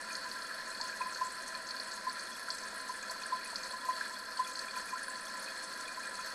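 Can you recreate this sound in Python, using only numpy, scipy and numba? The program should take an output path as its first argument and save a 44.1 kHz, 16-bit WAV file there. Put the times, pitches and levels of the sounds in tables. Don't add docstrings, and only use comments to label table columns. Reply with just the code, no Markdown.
import sys
import numpy as np
from scipy import signal
from scipy.fft import rfft, irfft
from scipy.io import wavfile
from numba import njit

SR = 44100
rng = np.random.default_rng(int(sys.argv[2]) if len(sys.argv) > 2 else 0)


def unload_wav(signal):
    wavfile.write(
        sys.argv[1],
        SR,
        np.round(np.clip(np.atleast_2d(signal).T, -1, 1) * 32767).astype(np.int16),
    )


def magnitude_from_level(level_db):
    exponent = np.asarray(level_db, float) / 20
    return 10 ** exponent


N = 279594

# f/Hz, width/Hz, level/dB per Hz
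RESONANCES = [(209, 10.5, -17), (262, 20, -22.5), (514.4, 26, -16.5), (546.5, 15, -16.5), (649, 37, -14.5),
              (990, 12, -22), (1012.5, 46, -11), (1021.2, 13.5, -2.5), (1360, 73.5, -9.5), (1528, 25, -11),
              (1620, 35, -7), (1724, 75, -8), (1903, 95, -16), (2135, 22, -25), (2426, 11.3, -17.5),
              (2500, 21, -20.5), (3377, 58, -24.5), (3560, 100, -31), (4220, 152, -16.5),
              (4460, 102, -14.5), (4840, 79, -25.5), (5203, 300, -24.5), (5630, 380, -32.5),
              (6300, 185, -29.5), (6680, 103, -29), (7200, 91, -33), (7754, 370, -29.5), (8060, 110, -28.5),
              (8840, 220, -29.5), (9500, 170, -28)]
# f/Hz, level/dB per Hz
LEAK = [(25, -26.5), (110, -33.5), (165, -31), (200, -20.5), (420, -23.5), (800, -26.5), (1200, -26),
        (2300, -28), (3100, -32.5), (5500, -50.5), (7000, -43.5), (10200, -42), (11100, -34.5),
        (11600, -40.5), (12400, -39.5)]
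# delay/ms, feedback/1
WALL_ECHOES = [(2.3, 0.77), (3.9, 0.95), (6.7, 0.95)]
# t/s, froth level/dB
FROTH = [
    (0.0, 4),
    (0.81, 5.5),
    (1.24, 4),
    (3.42, 4),
    (4.2, 7.5),
    (4.8, 6),
    (5.42, 5.5),
    (6.34, 3.5),
]
# f/Hz, level/dB per Hz
ROOM_SPECTRUM = [(30, -26), (120, -14), (250, -4), (600, 2.5), (1100, -16), (2000, -15.5), (3000, -5),
                 (5000, -11), (9000, -8), (12400, -2.5)]
# t/s, peak level/dB, f/Hz
MIDDLE_BUBBLES = [(0.0877, -37, 1700), (0.513, -31.5, 1620), (1.4366, -40, 1710), (2.169, -37, 1380),
                  (2.4857, -31, 1515), (2.9445, -35, 1630), (3.259, -34, 1640), (3.822, -37, 1680),
                  (4.0116, -25.5, 1620), (4.808, -41, 1560), (4.9582, -35, 1360), (5.021, -35, 1640),
                  (5.0832, -32.5, 1580), (6.0768, -33, 1770), (6.1923, -36.5, 1290)]
# t/s, peak level/dB, f/Hz
LOW_DRIPS = [(0.1067, -40.5, 2410), (0.9278, -44, 2380), (1.018, -36.5, 2500), (1.0934, -46, 2500),
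             (1.5459, -45, 2400), (3.0295, -46, 2420), (3.2201, -44, 2500), (3.4131, -47, 2370),
             (3.4585, -42, 2500), (3.6077, -49, 2410), (4.4686, -44, 2400), (4.6848, -40.5, 2370),
             (4.7573, -42, 2410), (4.8918, -42, 2380), (5.4798, -42, 2500), (5.8825, -39, 2400),
             (6.0345, -44, 2420), (6.2063, -46, 2500)]
# t/s, peak level/dB
HIGH_DRIPS = [(0.4663, -47), (2.3201, -45), (2.356, -45), (2.515, -49), (3.373, -48), (3.7095, -50),
              (3.812, -47), (3.9335, -47), (4.1555, -44.5), (4.448, -41), (4.6867, -44), (5.27, -44),
              (5.5124, -47), (5.8571, -47)]
# t/s, peak level/dB, f/Hz
SPRAY_SPECKS = [(0.13, -37, 6210), (0.7013, -39, 7830), (0.8131, -38, 6600), (0.8829, -40, 6400),
                (1.147, -41, 6300), (1.6691, -40, 6040), (1.832, -41, 9500), (1.8741, -43, 9580),
                (1.9395, -40, 6680), (2.129, -39.5, 9540), (2.1944, -40, 6150), (2.2363, -40, 8650),
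                (2.5036, -46, 6000), (2.522, -38, 8050), (2.76, -39.5, 9500), (3.264, -36, 8600),
                (3.4475, -37, 9900), (3.63, -39, 6350), (4.0806, -40, 8260), (4.374, -42, 8260),
                (4.4732, -40, 6340), (4.591, -38.5, 8000), (4.776, -40, 6150), (5.032, -36, 9250),
                (5.0835, -38, 9580), (5.1008, -36.5, 7650), (5.209, -40, 9100), (5.396, -38, 9400),
                (5.6406, -39, 7800), (6.0706, -38, 8060)]
# t/s, peak level/dB, f/Hz
TICKS = [(0.1528, -27.5, 4460), (0.219, -34.5, 4400), (0.3145, -31.5, 4460), (0.421, -32, 4320),
         (0.7485, -35, 4460), (0.8126, -24.5, 4300), (4.574, -34, 4470), (1.1475, -33, 4500),
         (1.1718, -33, 4270), (1.5507, -33, 4230), (1.689, -32, 4530), (1.708, -29.5, 4240),
         (1.7644, -34, 4460), (1.7996, -28, 4460), (1.9186, -33, 4440), (2.0958, -32, 4500),
         (2.195, -33.5, 4530), (2.5038, -23, 4460), (3.097, -32, 4450), (3.2346, -33.5, 4400),
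         (3.5583, -24, 4500), (3.6346, -32, 4570), (3.711, -34.5, 4160), (3.9652, -35.5, 4460),
         (4.3732, -32.5, 4550), (4.5555, -29.5, 4300), (4.592, -28, 4400), (4.7095, -33.5, 4400),
         (5.1554, -34, 4370), (5.7346, -37, 4500)]
# t/s, peak level/dB, f/Hz, decay/cycles
WHISTLE_BUBBLES = [(0.258, -39, 1018, 23), (0.805, -36.5, 952, 30), (1.0095, -29, 1020, 21),
                   (1.059, -34, 1024, 42), (1.214, -26, 1022, 30), (1.252, -43, 1018, 40),
                   (1.55, -41, 1053, 32), (2.071, -29, 1034, 22), (2.732, -46, 990, 23),
                   (2.897, -32.5, 1010, 17), (3.099, -43, 1000, 32), (3.324, -27.5, 1007, 34),
                   (3.533, -42, 957, 27), (3.651, -42.5, 1010, 29), (3.735, -36.5, 1050, 28),
                   (3.821, -44, 1000, 50), (3.851, -41, 1060, 36), (3.889, -26, 1023, 30),
                   (3.978, -45, 1000, 26), (4.108, -42, 970, 36), (4.395, -24, 1013, 35),
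                   (4.502, -44, 1040, 35), (4.768, -37, 1010, 20), (4.932, -31, 1040, 32),
                   (5.084, -40, 1057, 32), (5.287, -42, 1070, 35), (5.379, -41.5, 1005, 37),
                   (5.745, -49, 1030, 33), (5.976, -39, 1045, 30), (6.192, -45.5, 1020, 35)]
# t/s, peak level/dB
GULPS = [
    (0.801, -48),
    (2.731, -47),
    (3.113, -45.5),
    (3.529, -43.5),
    (3.888, -41.5),
]

JET_DB, JET_LOSS_PER_FROTH_DB = -46.5, 0.21
SMEAR_ABOVE_HZ = 3650
GULP_HZ, HIGH_DRIP_HZ = 650, 3370
SIDE_DB = -65
WHINE_HZ, WHINE_DB = 11988, -84
CUTOFF_HZ = 12400


def in_time(rows):
    t_s, *columns = np.transpose(rows)
    return [np.interp(np.arange(N) / SR, t_s, column) for column in columns]


def at_hz(points, hz):
    point_hz, point_db = np.array(points).T
    return np.interp(np.log(hz + 1), np.log(point_hz), point_db)


def rms_one(x):
    return x / np.sqrt(np.mean(x ** 2))


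def drift(rate_hz):
    pole = np.exp(-80 * np.pi * rate_hz / SR)
    white = rng.standard_normal(N // 40 + 2002)
    slow = signal.lfilter([1], [1, -2 * pole, pole * pole], white)[2000:]
    return np.interp(np.arange(N) / 40, np.arange(len(slow)), rms_one(slow))


def causal(power):
    cepstrum = irfft(np.log(power) / 2)
    cepstrum[1:len(power) - 1] *= 2
    cepstrum[len(power):] = 0
    return irfft(np.exp(rfft(cepstrum)))[:8192]


def pipe_response():
    hz = np.linspace(0, SR / 2, 16385)
    power = magnitude_from_level(at_hz(LEAK, hz)) ** 2
    for centre_hz, width_hz, db in RESONANCES:
        detune = (2 * (hz - centre_hz) / width_hz) ** 2
        power = power + magnitude_from_level(db) ** 2 / (1 + detune) / (1 + detune / 60)
    return causal(power)


def tank_echo(response):
    low_pass = signal.butter(8, SMEAR_ABOVE_HZ, "low", fs=SR, output="sos")
    high_pass = signal.butter(8, SMEAR_ABOVE_HZ, "high", fs=SR, output="sos")
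    low = signal.sosfilt(low_pass, response)
    high = signal.sosfilt(high_pass, response)
    for delay_ms, feedback in WALL_ECHOES:
        loop = np.zeros(int(delay_ms * SR / 1000) + 1)
        loop[0], loop[-1] = 1, -min(feedback, .95)
        high = signal.lfilter(-loop[::-1], loop, high)
    return low + high


@njit
def add_bubbles(out, at, hz, glide, cycles, size, swell_cycles, sr):
    for k in range(len(at)):
        phase, step = 0., hz[k] / sr
        for i in range(min(int(cycles[k] / step), len(out) - at[k])):
            turns = i * step
            phase += 2 * np.pi * min(step * (1 + glide[k] * turns), .45)
            swell = (1 - np.exp(-turns / swell_cycles)) ** 2
            decay = np.exp(-6.9 * turns / cycles[k])
            out[at[k] + i] += size[k] * swell * decay * np.sin(phase)


def fizz(count, low_hz, high_hz, spread_db, cycles, clump, clumps_per_s):
    draw = rng.random((count, 4))
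    density = np.cumsum(np.exp(clump * drift(clumps_per_s)))
    at = np.searchsorted(density, draw[:, 0] * density[-1])
    hz = low_hz + (high_hz - low_hz) * draw[:, 1] ** 1.6
    burst_db = spread_db * np.minimum(-np.log(draw[:, 2]), 2.5)
    size = (hz / 1000) ** 1.048 * magnitude_from_level(burst_db)
    out = np.zeros(N)
    add_bubbles(out, at, hz, 0.0285 * draw[:, 3], cycles * (.5 + draw[:, 3]), size, 1.1, SR)
    return rms_one(out)


def trickle(response):
    froth_db, = in_time(FROTH)
    jet_db = JET_DB - JET_LOSS_PER_FROTH_DB * froth_db
    hiss = rng.standard_normal(N) * magnitude_from_level(0.46 * drift(4.5) - 1)
    froth = magnitude_from_level(froth_db - 8.0) * fizz(count=12000, low_hz=456.0, high_hz=12830, spread_db=3.5,
                                       cycles=35.0, clump=.5, clumps_per_s=14)
    spray = magnitude_from_level(-2.0) * fizz(count=1800, low_hz=5510, high_hz=10900, spread_db=5.5,
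                             cycles=17, clump=.9, clumps_per_s=45)
    gain = magnitude_from_level(jet_db + 3.5) / np.sqrt(np.sum(response ** 2))
    return signal.fftconvolve(gain * (hiss + froth + spray), response)[:N]


def room_side():
    hz = np.linspace(0, SR / 2, 8193)
    shape = causal(magnitude_from_level(at_hz(ROOM_SPECTRUM, hz)) ** 2)
    hiss = signal.fftconvolve(rng.standard_normal(N), shape)[:N]
    return magnitude_from_level(SIDE_DB) * rms_one(hiss)


def audible(rows, response, below, swell_cycles, lead_s, glide, cycles, glide_per_db=0.0):
    out = np.zeros(N + 20000)
    for t_s, db, hz, *own_cycles in rows:
        one = np.zeros(3000)
        climb = glide * magnitude_from_level(glide_per_db * (db + 36))
        life_cycles = max(*own_cycles, cycles, 2.)
        add_bubbles(one, np.array([0]), np.array([hz * below]), np.array([climb]),
                    np.array([life_cycles]), np.ones(1), swell_cycles, SR)
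        heard = signal.fftconvolve(np.trim_zeros(one, "b"), response[:6000])
        i = max(int((t_s - lead_s) * SR), 0)
        out[i:i + len(heard)] += magnitude_from_level(db) * heard / np.abs(heard).max()
    return out[:N]


def middle_bubbles(response):
    return audible(MIDDLE_BUBBLES, response, below=0.94, swell_cycles=1.1, lead_s=0.002544,
                   glide=.019, cycles=23.0)


def drips(response):
    rows = LOW_DRIPS + [(t_s, db, HIGH_DRIP_HZ) for t_s, db in HIGH_DRIPS]
    return audible(rows, response, below=1.0, swell_cycles=4.1, lead_s=0.003,
                   glide=0.00085, cycles=44.0)


def spray_specks(response):
    return audible(SPRAY_SPECKS, response, below=0.882, swell_cycles=5.2, lead_s=.0005,
                   glide=0.0212, cycles=38.0)


def ticks(response):
    return audible(TICKS, response, below=0.89, swell_cycles=1.13, lead_s=.0008,
                   glide=.025, cycles=54.0, glide_per_db=0.6)


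def whistle_bubbles(response):
    return audible(WHISTLE_BUBBLES, response, below=0.93, swell_cycles=3.5, lead_s=0.004995,
                   glide=0.0078, cycles=2., glide_per_db=0.23)


def gulps(response):
    rows = [(t_s, db, GULP_HZ) for t_s, db in GULPS]
    return audible(rows, response, below=0.96, swell_cycles=3.1, lead_s=0.00426,
                   glide=0.029, cycles=14.0)


def scene():
    response = tank_echo(pipe_response())
    mid = trickle(response)
    side = room_side()
    mid += middle_bubbles(response)
    mid += drips(response)
    mid += spray_specks(response)
    mid += ticks(response)
    mid += whistle_bubbles(response)
    mid += gulps(response)
    return mid + side * [[1], [-1]]


def band_limit(x):
    return signal.sosfilt(signal.butter(12, 12920, fs=SR, output="sos"), x)


def record(dry):
    whine = magnitude_from_level(WHINE_DB) * np.sin(2 * np.pi * WHINE_HZ * np.arange(N) / SR)
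    top_cut = signal.ellip(7, .5, 34, CUTOFF_HZ, fs=SR, output="sos")
    mix = signal.sosfilt(top_cut, dry + whine)
    return band_limit(mix)


dry = scene()
out = record(dry)
unload_wav(out)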